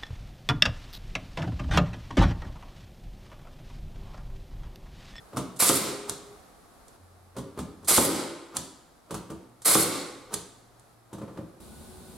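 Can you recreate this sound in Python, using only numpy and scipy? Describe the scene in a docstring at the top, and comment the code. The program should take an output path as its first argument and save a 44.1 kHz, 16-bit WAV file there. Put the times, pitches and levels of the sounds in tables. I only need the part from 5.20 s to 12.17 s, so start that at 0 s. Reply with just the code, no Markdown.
"""A cordless nailer pins a wooden rail to a panelled wall: three shots, metres away in a hard-floored room.
Each time the nose scuffs and knocks onto the rail, the trigger clicks, a geared motor winds the piston
against a gas spring, the driver slams the nail home and the nose springs back. These forces excite the
resonances of wood, housing and steel. The room reverberates and gain control ducks the shots.
At the end the room's hush gives way to a humming hallway, where a hand slides along a rail."""
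import sys
import numpy as np
from scipy import signal
from scipy.fft import rfft, irfft
from scipy.io import wavfile
from scipy.ndimage import uniform_filter1d, minimum_filter1d

SR = 44100
rng = np.random.default_rng(int(sys.argv[2]) if len(sys.argv) > 2 else 0)


def put_to_file(sound):
    """Save the sound as 16-bit audio at rate SR, in the file named by the first command-line argument."""
    columns = np.atleast_2d(sound).T  # one column per channel
    safe = np.clip(columns, -1, 1)
    whole_steps = np.round(safe * 32767)
    wavfile.write(sys.argv[1], SR, whole_steps.astype(np.int16))


N = 307364
TIME = np.arange(N) / SR
WIND_UP_S, SCUFF_S = .096, .05  # motor start to strike; rubbing ahead of a contact


def undb(db):
    """Amplitude ratio of a level in decibels."""
    return 10 ** (np.asarray(db) / 20)


def unit(x):
    """Normalisation to unit energy."""
    return x / np.sqrt(np.sum(x ** 2))


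def add(track, s, sound):
    """Superposition: a sound joins the track at time s."""
    start = max(int(s * SR), 0)
    track[start:start + len(sound)] += sound[:N - start]


def highpass(x, hz, order=1):
    """Butterworth filtering: frequencies below the cutoff are attenuated."""
    return signal.sosfilt(signal.butter(order, hz, "high", fs=SR, output="sos"), x)


def colour(x, spectrum, size=4096):
    """Minimum-phase filtering to a spectral shape; white noise keeps its power."""
    hz, db = np.transpose(spectrum)
    grid = np.maximum(np.fft.rfftfreq(size, 1 / SR), 1)
    magnitude = undb(np.interp(np.log(grid), np.log(hz), db))
    cepstrum = irfft(np.log(magnitude))
    cepstrum[1:size // 2] *= 2
    cepstrum[size // 2 + 1:] = 0
    response = unit(irfft(np.exp(rfft(cepstrum))))
    return signal.oaconvolve(x, response)[:len(x)]


def drift(rate_hz):
    """Slow random modulation with a spread near one."""
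    return np.interp(TIME * rate_hz, np.arange(1000), rng.standard_normal(1000))


def tone(start, length, hz, db, waver, fade_db_per_s=0, edge_s=0.035):
    """A gated sinusoid with slight random frequency and amplitude modulation."""
    age = np.clip(TIME - start, 0, None)
    gate = np.clip(np.minimum(age, length + edge_s - age) / edge_s, 0, 1)
    turns = np.cumsum(hz * (1 + waver * drift(16))) / SR
    return np.sqrt(2) * np.sin(2 * np.pi * turns) * gate * undb(db - fade_db_per_s * age + 2 * drift(30))


def hush(spectrum, db, wide_hz):
    """Partly coherent noise: left and right are less alike above wide_hz."""
    mid, side = (colour(rng.standard_normal(N), spectrum) for _ in range(2))
    side = 0.57 * side + 0.19 * highpass(side, wide_hz)
    return undb(db + drift(6)) * (mid + np.array([side, -side]))


# Noise spectrum of the room's still air: (frequency [Hz], relative density [dB])
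ROOM_AIR = [(15, -45.5), (25, -22), (40, -16.5), (97, -21), (166, -21.5), (317, -22), (641, -24),
            (695, -20.5), (1020, -28), (1130, -24.5), (1840, -34.5), (2900, -41.5), (4140, -38),
            (6050, -42), (11000, -39), (16000, -54)]
# Faint low drones: (start [s], duration [s], frequency [Hz], level [dB])
DRONES = [(1.77, 1.0, 90.2, -57.5), (4.275, 2.4, 118.4, -64)]
# Noise spectrum of the hallway: (frequency [Hz], relative density [dB])
HALL_AIR = [(15, -43), (25, -23), (64, 1), (108, -8), (223, -2), (301, -10.5), (363, -8), (405, -12),
            (840, -14), (1190, -20), (1480, -23), (1790, -28), (6050, -30), (9320, -21.5), (16000, -36)]
# Partials of the hallway hum: (frequency [Hz], level [dB])
HALL_HUM = [(75.4, -57.5), (226.1, -61), (371.4, -59), (1475, -73)]
# Friction spectrum of a hand on the hallway rail: (frequency [Hz], relative density [dB])
HAND_RUB = [(1500, -30), (2900, -10), (3650, 3), (4500, 2), (6500, -18), (12000, -32)]


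def background(quieter_from_s=1.765, hallway_from_s=6.402):
    """Ambient noise and tones: the room's hush and drones, then the hallway's hiss, hum and friction."""
    hum = 0
    for hz, db in HALL_HUM:
        amplitude = np.sqrt(2) * undb(db + 6.3 * drift(28))
        hum += amplitude * np.sin(2 * np.pi * hz * TIME + .5 * drift(9.1))
    drone = sum(tone(*row, waver=0.018) for row in DRONES)
    air_db = np.where(TIME < quieter_from_s, -55.5, -59.5)
    room = hush(ROOM_AIR, air_db, wide_hz=600) + drone
    hand = hush(HAND_RUB, db=-65.5 + 0.73 * drift(7.7), wide_hz=2000)
    hallway = hush(HALL_AIR, db=-48.4, wide_hz=2980) + hum + hand
    return np.where(TIME < hallway_from_s, room, hallway)


# Reverberant field: (frequency [Hz], T60 [s], echo-to-direct ratio [dB], left-right coherence [0-1])
ROOM_ECHOES = [(58, 0.54, -3.5, 0.89), (298, 0.86, 2.5, 0.89), (1000, 1, -3.5, 0.77), (2150, 1, -1, 0.73),
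               (4570, 0.83, -1, 0.76), (8150, 0.72, -5, 0.2), (12000, 0.47, -6.5, 0.18),
               (16050, 0.49, -2, 0.11)]


def reverberation(x, gap_s=0.0018, build_s=0.0019, right_db=0.5, early=1.33, early_s=0.07, bands=18):
    """Direct sound plus a diffuse field, whose top treble decays sooner and is less coherent."""
    hz, *columns = np.transpose(ROOM_ECHOES)
    t = TIME[:SR]
    centres = np.geomspace(60, 16000, bands)
    noise = rfft(rng.standard_normal((2, SR)))
    swell = 1 - np.exp(-np.maximum(t - gap_s, 0) / build_s)
    swell *= 1 + early * np.exp(-t / early_s)  # the near wall and floor crowd the first echoes
    response = np.zeros((2, SR))
    for centre, pick in zip(centres, np.eye(bands)):
        t60, db, coherence = (np.interp(np.log(centre), np.log(hz), c) for c in columns)
        mid, side = irfft(noise * np.interp(np.arange(SR // 2 + 1), centres, pick))
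        pair = np.sqrt((1 + coherence) / 2) * mid + np.sqrt((1 - coherence) / 2) * np.array([side, -side])
        # the bare wall reflects more treble to the right
        balance = undb(right_db * (1 - coherence) * np.array([[-1], [1]]))
        response += balance * pair * undb(db) * unit(swell * np.exp(-np.log(1000) * t / t60))
    response[:, 0] += 1
    return signal.oaconvolve(x[None], response, axes=1)[:, :N]


def scattering(x, split_hz=6500, side_db=-2, right_db=-12, scatter_s=0.00092, size=256):
    """Scattering by a small body at the listening point sends treble unequally to left and right."""
    treble = highpass(x, split_hz)
    t = TIME[:size]
    paths = unit(rng.standard_normal(size) * t * np.exp(-t / scatter_s))
    side = undb(side_db) * signal.oaconvolve(treble, paths)[:N] - undb(right_db) * treble
    return np.array([side, -side])


# Low ring after each blow: (frequency [Hz], level [dB], decay rate [dB/s])
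RINGS = [(408.7, -41, 18), (341, -34, 43.5), (510, -48.5, 30)]


def lingering_rings(strikes, length_s=0.65):
    """Free decay: each blow leaves a low tone, different at each place along the rail."""
    return sum(tone(s, length_s, hz, db, waver=0.0059, fade_db_per_s=fade)
               for s, (hz, db, fade) in zip(strikes, RINGS))


# Modes of the rail and wall panels: (frequency [Hz], relative level [dB], T60 [s])
WALL_MODES = [(103, -9.5, .3), (133, -5, 0.26), (172.1, -2.5, 0.32), (287.5, -9.5, 0.65),
              (296.4, 2.5, 0.23), (332.2, 3.5, 0.22), (394.8, -8.5, 0.63), (418, 6.5, 0.059),
              (518, -3.5, 0.12), (548, -5, 0.2), (710, -16, 0.06), (908, -1.5, 0.11), (1046, -4, 0.073),
              (1190, -7.5, 0.19)]
# Responses of rail, hollow wall, plastic housing, steel nose, spring: (frequency [Hz], relative gain [dB])
WOOD = [(35, -35.5), (70, -19), (130, -15.5), (320, 5), (520, 4), (700, -6.5), (1150, -5.5), (1750, -19),
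        (4000, -25.5), (12000, -43)]
THUD = [(30, -38.5), (65, -3.5), (110, -5), (165, -2), (220, -7.5), (300, -8), (700, -24.5), (3000, -59)]
HOUSING = [(120, -6.5), (350, -2.5), (620, -5.5), (820, -3.5), (1080, -1), (1290, -2.5), (1500, -8),
           (1800, -19.5), (4000, -21.5), (12000, -32.5)]
STEEL = [(200, -15.5), (1200, -6.5), (1900, -8), (3500, 1.5), (5200, -1), (9000, 5.5), (12000, -3),
         (16000, -19)]
SPRING = [(300, -24), (1500, -12), (2600, -22), (3600, -8), (5500, -10), (7500, -3.5), (9500, -3),
          (12000, -12.5), (15500, -29.5)]


def radiation(forces):
    """Forced vibration: five bodies each filter their force; the rail knocks dead, the panels ring on."""
    wood, thud, housing, steel, spring = forces
    t = TIME[:SR]
    modes = sum(undb(db) * np.sin(2 * np.pi * hz * t) * np.exp(-np.log(1000) * t / t60)
                for hz, db, t60 in WALL_MODES)
    panels = signal.oaconvolve(wood, unit(modes))[:N]
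    wall = colour(wood, WOOD) + panels + colour(thud, THUD)
    return wall + colour(housing, HOUSING) + colour(steel, STEEL) + colour(spring, SPRING)


def contact(t60, chatter, size=8192, passes=5):
    """Impact force of unit energy: one impulse followed by decaying chatter."""
    fade = np.exp(-np.log(1000) * TIME[:size] / t60)
    push = chatter * unit(rng.standard_normal(size) * fade)
    push[0] += 1
    # a contact has no pitch of its own: flatten its spectrum while keeping it short
    for _ in range(passes):
        phase = np.angle(rfft(push * np.minimum(10 * fade, 1)))
        push = irfft(np.exp(1j * phase))
    return unit(push * np.minimum(20 * np.sqrt(fade), 1))


def scuff(rise_s):
    """Friction force of unit energy: noise that grows exponentially up to the moment of contact."""
    t = TIME[:int(SCUFF_S * SR)]
    return unit(rng.standard_normal(len(t)) * np.exp(t / rise_s))


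# Tool and hand knocking on the rail: (time [s], knock level [dB], hard tick level [dB])
KNOCKS = [(0.132, -16, -36), (.163, -14.5, -20), (.170, -5.5, -8), (2.166, -13.5, -19.5), (2.183, -16, -20),
          (2.376, -11, -28), (2.389, -13, -15.5), (2.629, -25, -36), (3.908, -12, -15), (3.943, -16, -12.5),
          (4.102, -14, -22.5), (5.93, -16, -23), (5.984, -20, -30.5), (6.017, -14.5, -34.5),
          (6.08, -18.5, -40.5), (6.174, -12.5, -35.5)]


def knocks(settle_s=.016):
    """Friction, then impact: the tool scuffs, touches the rail, and its weight settles with a thud."""
    wood, thud, housing, steel, _ = forces = np.zeros((5, N))
    for s, db, tick_db in KNOCKS:
        add(wood, s - SCUFF_S, undb(db - 11) * scuff(rise_s=0.01))
        add(housing, s - SCUFF_S, undb(db - 16) * scuff(rise_s=0.022))
        touch = (s, db, db - 2, tick_db)
        settle = (s + settle_s, db - 10.5, db + 4.5, tick_db - 17)
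        for at, wood_db, thud_db, hard_db in (touch, settle):
            add(wood, at, undb(wood_db) * contact(t60=0.075, chatter=4.9))
            add(thud, at, undb(thud_db) * contact(t60=.06, chatter=1.1))
            add(housing, at, undb(hard_db + 4) * contact(t60=0.1, chatter=2.8))
            add(steel, at, undb(hard_db) * contact(t60=0.14, chatter=13))
    return forces


# The nose springing back, and lighter ticks of the tool: (time [s], level [dB])
CLICKS = [(.897, -2.5), (1.683, -28.5), (3.3693, -0.5), (5.1415, -1), (5.597, -33)]


def spring_clicks(seat_s=0.0013, recoil_s=0.012):
    """Elastic return: a sprung part scrapes along the housing and strikes its stop."""
    wood, thud, housing, steel, spring = forces = np.zeros((5, N))
    for s, db in CLICKS:
        friction = undb(db) ** 2  # only long throws rub much
        add(housing, s - SCUFF_S, undb(-6.5) * friction * scuff(rise_s=.018))
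        add(steel, s - SCUFF_S, undb(-9) * friction * scuff(rise_s=.0075))
        add(spring, s - seat_s, undb(db) * contact(t60=.026, chatter=18))
        add(housing, s - seat_s, undb(db - 10) * contact(t60=0.047, chatter=5.9))
        # the jolt reaches the rail a moment later
        add(wood, s + recoil_s, undb(db - 17) * contact(t60=0.067, chatter=2.2))
        add(thud, s + recoil_s, undb(db - 13) * contact(t60=0.052, chatter=2.6))
    return forces


# Spectrum of the gears rattling in the housing: (frequency [Hz], relative density [dB])
GEARS = [(80, -34.5), (300, -7), (600, -4), (900, -9), (1250, -1.5), (1750, -12), (2100, -5), (2800, -13),
         (4200, -5), (6200, -8), (8200, 1), (11500, 0), (13500, -12), (16000, -20.5)]


def motor(start, db, tooth_hz=441.2, slowing_per_s=0.65, snap_s=0.002, scatter_db=1.5, grind=0.12):
    """Gear-mesh noise: teeth snap past each other, modulating a rattle at the meshing frequency."""
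    lead_s, full_effort_s, coast_from_s = .01, .002, 0.17
    rise_db_per_s, sag_db_per_s, coast_db_per_s = 2004, 6, 480
    t = TIME[:SR // 4] - lead_s
    effort_db = -rise_db_per_s * np.maximum(full_effort_s - t, 0) - sag_db_per_s * t
    effort_db -= coast_db_per_s * np.maximum(t - coast_from_s, 0)
    # the gas spring loads the motor, so the teeth slow down
    teeth = np.cumsum(tooth_hz * (1 - slowing_per_s * (t - .05))) / SR
    force = undb(scatter_db * rng.standard_normal(256))[teeth.astype(int) % 256]
    snaps = force * (grind + np.exp(-(teeth % 1) / tooth_hz / snap_s))
    rattle = snaps * rng.standard_normal(len(t)) / np.sqrt(np.mean(snaps ** 2))
    track = np.zeros(N)
    add(track, start - lead_s, rattle * undb(db + effort_db))
    return colour(track, GEARS)


def shot(start, blow_db, crack_db, trigger_lead_s=.038, catch_s=.023, release_lead_s=.006):
    """Impulsive excitation: the trigger clicks, then the gas spring's stored energy drives the nail."""
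    wood, thud, housing, steel, spring = forces = np.zeros((5, N))
    strike = start + WIND_UP_S
    add(spring, start - trigger_lead_s, undb(-20) * contact(t60=.14, chatter=12))
    add(housing, start - trigger_lead_s, undb(-30) * contact(t60=.1, chatter=9))
    # the lifter catches the piston, later lets it fly
    add(housing, start + catch_s, undb(6) * contact(t60=0.098, chatter=7))
    add(steel, start + catch_s, undb(5) * contact(t60=.045, chatter=3.5))
    add(steel, strike - release_lead_s, undb(crack_db + 7) * contact(t60=0.081, chatter=9))
    # the driver hits the nail
    add(housing, strike, undb(blow_db + 15) * contact(t60=.03, chatter=3.4))
    add(wood, strike, undb(blow_db + 13) * contact(t60=.11, chatter=3.7))
    add(thud, strike, undb(blow_db - 1) * contact(t60=0.37, chatter=1.3))
    return forces


# The three shots: (motor start [s], motor level [dB], blow level [dB], steel crack level [dB])
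SHOTS = [(0.4, -17.5, -2, 7), (2.684, -15.5, 2, 7), (4.457, -15, -0.5, 5)]


def nailer(cutoff_hz=70):
    """Superposition of gears and impacts, with the deep bass cut away by a high-pass filter."""
    gears = sum(motor(start, db) for start, db, _, _ in SHOTS)
    blows = sum(shot(start, blow_db, crack_db) for start, _, blow_db, crack_db in SHOTS)
    impacts = radiation(blows + knocks() + spring_clicks())
    return highpass(gears + impacts, cutoff_hz, order=3)


# Moves of the nailer to a new place along the rail: (time [s])
MOVES = [1.9, 3.8, 5.8]


def scene(tool_db=-0.5):
    """Superposition of nailer and background; each place along the rail has its own room response."""
    tool = undb(tool_db) * nailer()
    place = np.searchsorted(MOVES, TIME)
    parts = [tool * (place == k) for k in range(len(MOVES) + 1)]
    heard = sum(scattering(part) + reverberation(part) for part in parts)
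    strikes = [start + WIND_UP_S for start, *_ in SHOTS]
    return heard + lingering_rings(strikes) + background()


def gain_control(x, threshold_db=-19, slope=0.79, hold_s=0.061, release_db_per_s=65, window=400):
    """Compression: loud sound pulls the gain down; it holds, then climbs back and lifts the echo."""
    power = uniform_filter1d(np.mean(x ** 2, axis=0), window)
    excess_db = np.maximum(10 * np.log10(np.abs(power) + 1e-12) - threshold_db, 0)
    half_hold = int(hold_s * SR / 2)
    held_db = minimum_filter1d(-slope * excess_db, 2 * half_hold + 1, origin=half_hold)
    climb_db = release_db_per_s * TIME
    gain_db = np.minimum.accumulate(held_db - climb_db) + climb_db
    return x * undb(uniform_filter1d(gain_db, window // 2))


def record(dry, top_hz=15900):
    """Band limiting: a steep low-pass filter follows the gain control."""
    lowpass = signal.ellip(10, .2, 80, top_hz, fs=SR, output="sos")
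    return signal.sosfilt(lowpass, gain_control(dry))


dry = scene()
out = record(dry)
put_to_file(out)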